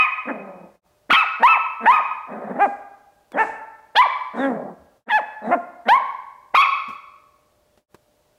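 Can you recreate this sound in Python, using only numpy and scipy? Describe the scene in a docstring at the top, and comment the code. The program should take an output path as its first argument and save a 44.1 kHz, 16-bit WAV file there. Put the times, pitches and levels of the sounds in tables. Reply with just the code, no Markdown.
"""In a hard-floored room, a small puppy yaps and growls close to the microphone, and the room rings.
Yaps swell from a gruff start and climb in pitch, and most crack into a shrill top; growls swell into woofs.
The voice is a stack of harmonics shaped by the throat; puffs, wheezes and taps are shaped noise.
Soft low thumps, a faint hum of sine tones and a hiss of noise join in.
The whole sound fades out briefly three times."""
import sys
import numpy as np
from scipy import signal
from scipy.fft import rfft, irfft
from scipy.io import wavfile
from scipy.ndimage import uniform_filter1d, minimum_filter1d, map_coordinates

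SR = 44100
rng = np.random.default_rng(int(sys.argv[2]) if len(sys.argv) > 2 else 0)


def digitize_waveform(pressure):
    """Quantize a signal to 16-bit integers and store it at the path in sys.argv[1].

    Rows of a 2-D input are taken as channels; values are limited to [-1, 1].
    """
    field = np.atleast_2d(pressure).T
    bounded = np.clip(field, -1, 1)
    quanta = np.round(bounded * 32767).astype(np.int16)
    wavfile.write(sys.argv[1], SR, quanta)


N = 369558
TIME = np.arange(N) / SR  # seconds
EDGE_HZ = 15800  # nothing sounds above this


def gain_of(db):
    """Turns decibels into amplitude."""
    return 10 ** (np.asarray(db) / 20)


def evened(x):
    """Scales a sound to rms 1."""
    return x / np.sqrt(np.mean(abs(x) ** 2) + 1e-20)


def read(points, hz):
    """Reads a curve between its points on a log-frequency axis."""
    point_hz, value = np.transpose(points)
    return np.interp(np.log(hz + 1), np.log(point_hz), value)


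def add(mix, start_s, sound):
    """Mixes a sound in at its start time."""
    part = mix[max(0, round(start_s * SR)):][:len(sound)]
    part += sound[:len(part)]


def noise(colour, size):
    """Makes noise of rms 1 with the given spectrum."""
    spectrum = rfft(rng.standard_normal(size))
    shape = gain_of(read(colour, np.fft.rfftfreq(size, 1 / SR)))
    return evened(irfft(spectrum * shape, size))


def wander(steps):
    """Smooth chance that takes a new value at each whole step."""
    return map_coordinates(rng.standard_normal(4096), [steps], order=3, mode="wrap")


def blurred_phasor(steps):
    """Smooth chance in two directions, for a tone whose strength and phase drift."""
    return wander(steps) + 1j * wander(steps)


def step(t, width):
    """Goes smoothly from 0 to 1 as t passes zero."""
    return .5 + .5 * np.tanh(t / width)


def bell(x, width, power=2):
    """A bump of height 1 around zero; a higher power flattens its top."""
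    return np.exp(-abs(x / width) ** power)


def blend(a, b, share):
    """Goes from a to b as share goes from 0 to 1."""
    return a + (b - a) * share


HISS_DB = -64.5  # overall level
# The tone of the hiss. Each row: frequency in Hz, relative strength in dB.
HISS_COLOUR = [(25, -8.5), (60, 3), (110, 0.5), (250, -3.5), (600, 0), (1100, -8), (2000, -14.5),
               (4000, -16), (15000, -22)]
# The tones of the hum. Each row: frequency in Hz, rms level in dB.
HUM_TONES = [(53.8, -81.5), (598.5, -68.5)]


def background(waver=.2):
    """An appliance hums in sine tones of slightly wavering phase, over a soft hiss of noise."""
    hum = np.zeros(N)
    for hz, db in HUM_TONES:
        phase = 2 * np.pi * hz * TIME + waver * wander(TIME * 9)
        hum += gain_of(db) * np.sqrt(2) * np.sin(phase)
    return hum + gain_of(HISS_DB) * noise(HISS_COLOUR, size=N)


# Dull low thumps. Each row: start in seconds, pitch in Hz, level in dB, time to swell in seconds.
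LOW_THUMPS = [(1.094, 310, -28.5, .008), (1.122, 69.6, -47.5, .005), (4.79, 77.4, -54, 0.02),
              (6.88, 221, -38.5, 0.008)]


def thumps(width=.3):
    """Soft bumps: a narrow band of bass that swells and dies."""
    out, t = np.zeros(N), TIME[:SR // 3]
    for start_s, hz, db, swell_s in LOW_THUMPS:
        body = np.sin(2 * np.pi * hz * t + wander(t * hz * width))
        swell = t / swell_s * np.exp(1 - t / swell_s)
        add(out, start_s, gain_of(db) * body * swell)
    return out


# The tone of the taps. Each row: frequency in Hz, relative strength in dB.
TAP_TONE = [(60, -2.5), (200, 8.5), (700, 1.5), (14000, -24.5)]
# Light taps and clicks. Each row: start in seconds, level in dB, decay in seconds.
LIGHT_TAPS = [(1.125, -18.5, 0.0073), (3.319, -36, 0.0036), (6.886, -45, 0.041), (7.775, -52.5, 0.011),
              (7.945, -39.5, 0.0068)]


def taps():
    """Short dull clicks with no ring: noise that dies away at once."""
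    out, t = np.zeros(N), TIME[:4096]
    for start_s, db, decay_s in LIGHT_TAPS:
        add(out, start_s, gain_of(db) * noise(TAP_TONE, size=len(t)) * np.exp(-t / decay_s))
    return out


# The tone of the puffs. Each row: frequency in Hz, relative strength in dB.
PUFF_TONE = [(500, 3.5), (2700, -5), (4500, -9), (8000, -5.5), (15000, -31.5)]
# Air blown out through the muzzle with a call. Each row: start in seconds, level in dB.
AIR_PUFFS = [(1.102, -55), (1.412, -61), (2.6, -57), (3.372, -49), (4.348, -55.5), (5.086, -60.5),
             (5.442, -60.5)]


def puffs(swell_s=0.051):
    """A soft rush of air: noise that swells and dies."""
    out, u = np.zeros(N), TIME[:SR // 2] / swell_s
    for start_s, db in AIR_PUFFS:
        add(out, start_s, gain_of(db) * noise(PUFF_TONE, size=len(u)) * u * np.exp(1 - u))
    return out


# Air hissing in a narrow muzzle resonance that sinks as the mouth opens.
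# Each row: start in seconds, length in seconds, first pitch in Hz, last pitch in Hz, level in dB.
MUZZLE_WHEEZES = [(1.098, .078, 3320, 2940, -17.5), (3.315, .05, 3500, 2850, -55),
                  (4.361, .11, 3760, 3150, -42), (5.092, 0.043, 3490, 3180, -32),
                  (5.415, .09, 3930, 3750, -61)]


def wheezes(width_hz=330, late=1.57):
    """A narrow band of breath noise that swells while it sinks ever faster."""
    out = np.zeros(N)
    for start_s, length_s, start_hz, end_hz, db in MUZZLE_WHEEZES:
        t = np.arange(0, length_s, 1 / SR)
        turns = np.cumsum(blend(start_hz, end_hz, (t / length_s) ** 2)) / SR
        band = blurred_phasor(t * width_hz) * np.exp(2j * np.pi * turns)
        swell = np.sin(np.pi * (t / length_s) ** late)
        add(out, start_s, gain_of(db) * band.real * swell)
    return out


# How long the room rings. Each row: frequency in Hz, time to die by 60 dB in seconds.
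RING_TIME = [(250, 0.6), (1200, 0.9565), (3300, 0.7653), (5000, 1), (10000, 0.5)]
# The tone of the room. Each row: frequency in Hz, strength in dB.
ROOM_TONE = [(150, -2), (800, -2), (3600, -5.5), (8000, -9.5), (14000, -22.5)]


def room(x, build_s=.022, early_db=-10):
    """A few near reflections, then dense echoes that die at each band's own speed."""
    size = int(1.5 * SR)
    echoes = rng.choice([-1., 1.], size) * (rng.random(size) < 4000 / SR)
    hz, t, bands = signal.stft(echoes, SR, nperseg=256)
    decay = gain_of(-60 * t / read(RING_TIME, hz)[:, None])
    bands = bands * decay * (1 - np.exp(-t / build_s))
    plain = signal.istft(bands, SR, nperseg=256)[1]
    # unit gain around 1 kHz
    plain /= np.sqrt(np.mean(abs(rfft(plain, SR * 2)[1400:3000]) ** 2))
    near = (rng.uniform(.003, .03, 8) * SR).astype(int)
    plain[near] += gain_of(early_db) * rng.choice([-1., 1.], len(near)) / np.sqrt(len(near))
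    tone = gain_of(read(ROOM_TONE, np.fft.rfftfreq(len(plain), 1 / SR)))
    tail = irfft(rfft(plain) * tone)
    return signal.fftconvolve(x, tail)[:len(x)]


# shares of breath in the high partials, hoarseness when shut, and slow rattle in a growl
AIR, HOARSE, RATTLE = .011, .09, .25
# The throat with the muzzle nearly shut, then open. Each row: frequency in Hz, strength in dB.
SHUT_THROAT = [(150, -0.5), (200, -1.5), (270, 1), (400, -7.5), (600, 0.5), (800, -6), (1100, -16),
               (1800, -10.5), (2600, -36.5), (3700, -35), (5000, -68.5), (8000, -50.5), (10700, -55),
               (13000, -67)]
OPEN_THROAT = [(200, -16.5), (400, -9), (700, 3), (900, 2), (1200, -3), (1750, 0.5), (2600, -12),
               (3500, -27.5), (5000, -41), (7000, -47), (9000, -54.5), (10500, -43.5), (15000, -57)]
# Where mouth opening lifts the second resonance, and where strain lifts the upper partials.
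# Each row: frequency in Hz, share of the lift (0 to 1).
MOUTH_LIFT = [(1100, 0), (1600, 1), (2650, 1), (3100, 0)]
STRAIN_LIFT = [(2650, 0), (3100, 1), (4500, 1), (7000, .4)]


def voice(t, hz, level_db, mouth_db, strain_db, rough, jitter=0.031, smear=0.67, side_depth=.2,
          side_hz=490, crack_hz=1190, opens_hz=270, uneven_db=-6, woof_hz=400):
    """Harmonics of the vocal folds through the throat; roughness makes each cycle differ from the last."""
    rough = np.clip(rough, 0, 1)
    hz = hz * (1 + jitter * rough * wander(t * 300))
    turns = np.cumsum(hz) / SR
    # the muzzle opens as the pitch leaves the growl range
    opening = np.clip((hz - opens_hz) / 80, 0, 1)
    # in a woof, strong and weak pulses alternate: the odd lines stay faint
    odd_db = uneven_db * bell(hz - woof_hz, 90)
    steps = smear * np.cumsum(np.minimum(hz, 750)) / SR
    sound, power = np.zeros(len(t)), 1e-20
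    for k in range(1, int(EDGE_HZ / hz.min()) + 1):
        f = k * hz
        throat_db = (1 - opening) * read(SHUT_THROAT, f) + opening * read(OPEN_THROAT, f)
        lift_db = mouth_db * read(MOUTH_LIFT, f) + strain_db * read(STRAIN_LIFT, f)
        height = gain_of(throat_db + k % 2 * odd_db + lift_db) * (f < EDGE_HZ)
        # high partials dissolve into turbulence first, most of all in a growl
        breath = AIR * (f / 1000) ** 2 + HOARSE * (1 - opening) * f / 1000
        loose = np.clip(rough * (1 + f / 5000) + breath, 0, 1)
        # the fundamental blurs least
        scatter = blurred_phasor(steps * np.sqrt(min(k, 3))) / np.sqrt(2)
        steadiness = np.sqrt(1 - loose ** 2) + loose * scatter
        sound += height * (steadiness * np.exp(2j * np.pi * k * turns)).real
        power = power + height ** 2 / 2
    # in the shrill register a second vibration adds side tones; growls rattle slowly
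    shrill = np.clip((hz - crack_hz) / 50, 0, 1)
    sound *= 1 + side_depth * shrill * np.cos(2 * np.pi * side_hz * t + wander(t * 60))
    sound *= np.exp(RATTLE * rough * (1 - opening) * wander(t * 80))
    ends = np.clip(np.minimum(t - t[0], t[-1] - t) / .003, 0, 1)
    return t[0], sound / np.sqrt(power) * gain_of(level_db) * ends, hz, rough


# the growl is rough and low; after the woof it sinks, fades and dulls as the muzzle shuts
GROWL_HZ, GROWL_ATTACK_S, GROWL_RELEASE_S = 212.1, .05, .04
GROWL_MOUTH_DB, GROWL_STRAIN_DB = -5.5, -13.5
SAG_HZ_PER_S, SAG_DB_PER_S, SHUT_DB, SHUT_S = 110, 30.5, -14.5, .09
# Growls that swell into a woof. Each row: middle of the woof in seconds, its half length in seconds,
# growl before and growl after in seconds, top pitch in Hz, woof level and growl level in dB,
# mouth opening in dB, strain in dB, roughness of the woof and of the growl (0 to 1),
# base level sent to the room in dB.
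GROWLED_WOOFS = [(0.296, 0.02, 0.044, 0.42, 286.5, -22.5, -32, 5, -13.5, .6, 0.64, -10),
                 (2.63, .032, 0.36, 0.07, 406.8, -11, -30.5, -8.5, -18.5, 0.06, 0.88, -10),
                 (3.409, 0.031, .08, 0.041, 447, -14, -28, -0.5, -11.5, 0.2, .7, -5),
                 (4.451, .055, .117, .29, 275, -19, -26, 3, -3, 0.16, 0.79, -12),
                 (5.533, .022, .119, 0.051, 353.8, -13, -27, -7.5, -22, 0.33, 0.6, -11.5)]


def woof(s, half, before, after, top_hz, woof_db, growl_db, mouth_db, strain_db, woof_rough, growl_rough,
         flat_top=4.5, gradual=0.45, reach=2.1, level_top=2.2, start_db=-12, stop_db=-14):
    """Controls of one growl: it rises gradually, jumps to the level pitch of a woof and drops back."""
    t = np.arange(-before, after, 1 / SR)
    push, since = bell(t, half * reach), np.maximum(t, 0)
    lift = blend(bell(t, half, power=flat_top), push, gradual)
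    effort = blend(bell(t, half, power=level_top), push, gradual)
    attack_db = start_db * np.clip(1 - (t + before) / GROWL_ATTACK_S, 0, 1)
    release_db = stop_db * np.clip(1 - (after - t) / GROWL_RELEASE_S, 0, 1)
    shut_db = SHUT_DB * (1 - np.exp(-since / SHUT_S))
    hz = blend(GROWL_HZ - SAG_HZ_PER_S * since, top_hz, lift)
    level = blend(growl_db - SAG_DB_PER_S * since + attack_db + release_db, woof_db, effort)
    mouth = blend(GROWL_MOUTH_DB, mouth_db, effort) + shut_db
    strain = blend(GROWL_STRAIN_DB, strain_db, effort) + shut_db
    return s + t, hz, level, mouth, strain, blend(growl_rough, woof_rough, lift)


# pitch: it snaps up from a gruff note, may overshoot, climbs, may crack upward into a low arch, and falls
GRUFF_HZ, SNAP_S, OVERSHOOT_AT_S, OVERSHOOT_S = 230, .003, .017, .013
CRACK_RATIO, CRACK_S, ARCH_HZ = 1.115, .003, 35
FALL_HZ_PER_S, FALL_S, TURN_S = 15500, 0.042, .004
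SHRILL_MIN_S = .009  # a yap cracks only if its shrill top lasts longer than this
# level: the lead-in swells, the climb crests midway, the shrill top starts thinner and swells with its arch
GRUFF_DB, GRUFF_SWELL_DB_PER_S, GRUFF_ATTACK_S = -22.5, 283, .012
SHRILL_DB, SHRILL_STRAIN_DB, CREST_DB, ARCH_DB = -4.5, -3.5, 2, 4
DULL_DB_PER_S = 650.5  # the fall dulls as it fades
# the fundamental booms as it passes the mouth's first resonance
BOOM_HZ, BOOM_WIDTH_HZ, BOOM_DB, BOOM_PURITY_DB = 985, 100, 4, 7.5
# roughness (0-1) of the clear voice, the lead-in and the rasp; then what the crack and the fall add
CLEAR_ROUGH, GRUFF_ROUGH, RASP_ROUGH, CRACK_ROUGH, FALL_ROUGH = .02, .42, .55, .27, .18
GRUFF_MOUTH_DB, GRUFF_STRAIN_DB, RASP_MOUTH_DB = 0.5, -3, 7
# an overshoot of SQUEAL_HZ or more clears this share of the rasp
SQUEAL_HZ, SQUEAL_CLEARS = 150, 0.27
# The yaps. Each row: start of the climb in seconds; gruff lead-in, climb, shrill top and rasp in seconds;
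# pitch at the foot and at the end of the climb in Hz, bow of the climb (0 straight, 1 levelling off),
# overshoot in Hz, base level in dB, swell over the climb in dB, final fade in dB per second,
# mouth opening in dB, wider opening in the shrill top in dB, strain in dB,
# change of strain over the climb in dB, base level sent to the room in dB.
PUPPY_YAPS = [(-.06, 0.011, 0.049, .058, 0.034, 900, 1101, -0.32, -2, -12, 1, 999, 2.5, 14, 7.5, -3, -10.5),
              (1.103, .012, 0.059, 0.049, .06, 900, 1141, 0.075, 460, -11, -2.5, 417, 0, 12, 14.5, -3.5, -10),
              (1.429, .037, .048, .062, 0.0049, 897, 1149, -0.4, -5.5, -8, -5.5, 300, -3.5, 15.5, 5.5, -6, -11),
              (1.859, 0.06, 0.064, 0.044, 0.013, 777, 1100, .2, 4, -12.5, -4.5, 280, -4, 7.5, -6, 6, -7),
              (3.957, 0.011, .061, .014, 0.011, 804, 1024, .9, -72.5, -14.5, 3.5, 280, 0.5, 1, 34.5, -38.5, -7),
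              (5.09, .035, .078, 0.0075, 0.028, 752, 870.8, 0.8, 175.5, -21.5, 13, 518, 2, 0, 8, -3, -8.5),
              (5.884, 0.033, 0.084, 0.005, 0.0049, 724, 1137, .2, -7, -14.5, -5.5, 560, -3.5, 4, 14.5, -24.5, -9),
              (6.545, 0.00928, 0.074, 0.021, 0.031, 848, 1136, 0.98, 288, -12, -3, 700, -2, 19.5, 11, 0, -8)]


def yap(s, lead, climb, shrill, rasp, foot_hz, top_hz, bow, overshoot_hz, level_db, swell_db,
        fade_db_per_s, mouth_db, wider_db, strain_db, relax_db):
    """Controls of one yap: gruff lead-in, raspy snap, climb, possible crack into the shrill register, fall."""
    t = np.arange(-lead, climb + shrill + FALL_S, 1 / SR)
    voiced, climbed = step(t, SNAP_S), np.clip(t / climb, 0, 1)
    overshoot = bell(t - OVERSHOOT_AT_S, OVERSHOOT_S, power=3)
    cleared = overshoot * np.clip(SQUEAL_CLEARS * min(overshoot_hz / SQUEAL_HZ, 1), 0, 1)
    rasping = step(rasp - t, SNAP_S) * (1 - cleared)
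    cracks = shrill > SHRILL_MIN_S
    cracked = cracks * step(t - climb, CRACK_S)
    arch = cracks * np.sin(np.pi * np.clip((t - climb) / max(shrill, CRACK_S), 0, 1))
    # seconds since the fall began, with a rounded start
    falling_s = TURN_S * np.logaddexp(0, (t - climb - shrill) / TURN_S)
    bowed = climbed + bow * climbed * (1 - climbed)

    hz = blend(foot_hz, top_hz, bowed) + overshoot_hz * overshoot
    hz = hz * blend(1, CRACK_RATIO, cracked) + ARCH_HZ * arch - FALL_HZ_PER_S * falling_s
    hz = np.maximum(hz, GRUFF_HZ)

    boom = bell(hz - BOOM_HZ, BOOM_WIDTH_HZ) * (1 - rasping)
    dull_db = BOOM_PURITY_DB * boom + DULL_DB_PER_S * falling_s
    climb_db = swell_db * (bowed - .5) + CREST_DB * np.sin(np.pi * climbed)
    top_db = SHRILL_DB * cracked + ARCH_DB * arch
    level = level_db + climb_db + BOOM_DB * boom + top_db - fade_db_per_s * falling_s
    mouth = mouth_db + RASP_MOUTH_DB * rasping + wider_db * cracked - dull_db
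    strain = strain_db + relax_db * climbed + SHRILL_STRAIN_DB * cracked - dull_db
    crack_rough = CRACK_ROUGH * cracks * bell(t - climb - CRACK_S, 2 * CRACK_S)
    rough = blend(CLEAR_ROUGH, RASP_ROUGH, rasping) + crack_rough + FALL_ROUGH * falling_s / FALL_S

    gruff_db = GRUFF_DB + GRUFF_SWELL_DB_PER_S * np.minimum(t, 0)
    gruff_db = gruff_db - 20 * np.exp(-2 * (t + lead) / GRUFF_ATTACK_S)
    gruff = GRUFF_HZ, gruff_db, GRUFF_MOUTH_DB, GRUFF_STRAIN_DB, GRUFF_ROUGH
    clear = hz, level, mouth, strain, rough
    return s + t, *(blend(a, b, voiced) for a, b in zip(gruff, clear))


LEAD = SR // 10  # samples: the first yap is already under way at time zero


def puppy(carry_db=9, carry_hz=980, chest_hz=182):
    """All calls, direct and through the room; the clear, shrill tops carry furthest."""
    direct, sent = np.zeros((2, LEAD + N))
    calls = [(yap(*row), db) for *row, db in PUPPY_YAPS]
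    calls += [(woof(*row), db) for *row, db in GROWLED_WOOFS]
    for controls, send_db in calls:
        start_s, sound, hz, rough = voice(*controls)
        shrill = np.clip((hz - carry_hz) / 150, 0, 1) * (1 - rough)
        add(direct, start_s + LEAD / SR, sound)
        add(sent, start_s + LEAD / SR, sound * gain_of(send_db + carry_db * shrill))
    # so small a body radiates no bass
    no_bass = signal.butter(7, chest_hz, "highpass", fs=SR, output="sos")
    return signal.sosfilt(no_bass, direct + room(sent))[LEAD:]


def scene():
    """The room's background, small thumps and taps, the puppy's breath and its voice."""
    return (background() + thumps() + taps() + puffs() + wheezes() + puppy())[None]


# Brief fades of the whole sound. Each row: moment of silence in seconds, time to fade out in seconds.
BRIEF_FADES = [(0.813, 0.06), (5.055, 0.082), (7.87, 0.084)]


def record(dry, ceiling=0.61, back_s=0.05, lopsided=0.042):
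    """A fast limiter holds the loudest peaks; then uneven bending, three brief fades and the band limit."""
    allowed = np.minimum(1, ceiling / (abs(dry) + 1e-9))
    x = dry * uniform_filter1d(minimum_filter1d(allowed, size=260), size=200)
    # the microphone bends unevenly, so each loud bark brings a faint low thump
    x = x + lopsided * x ** 2
    for silent_s, out_s in BRIEF_FADES:
        away = np.maximum((silent_s - TIME) / out_s, (TIME - silent_s) / back_s)
        x = x * np.clip(away, 0, 1) ** 2
    band_limit = signal.firwin(511, EDGE_HZ, window=("kaiser", 9), fs=SR)
    return signal.oaconvolve(x, band_limit[None], "same")


dry = scene()
out = record(dry)
digitize_waveform(out)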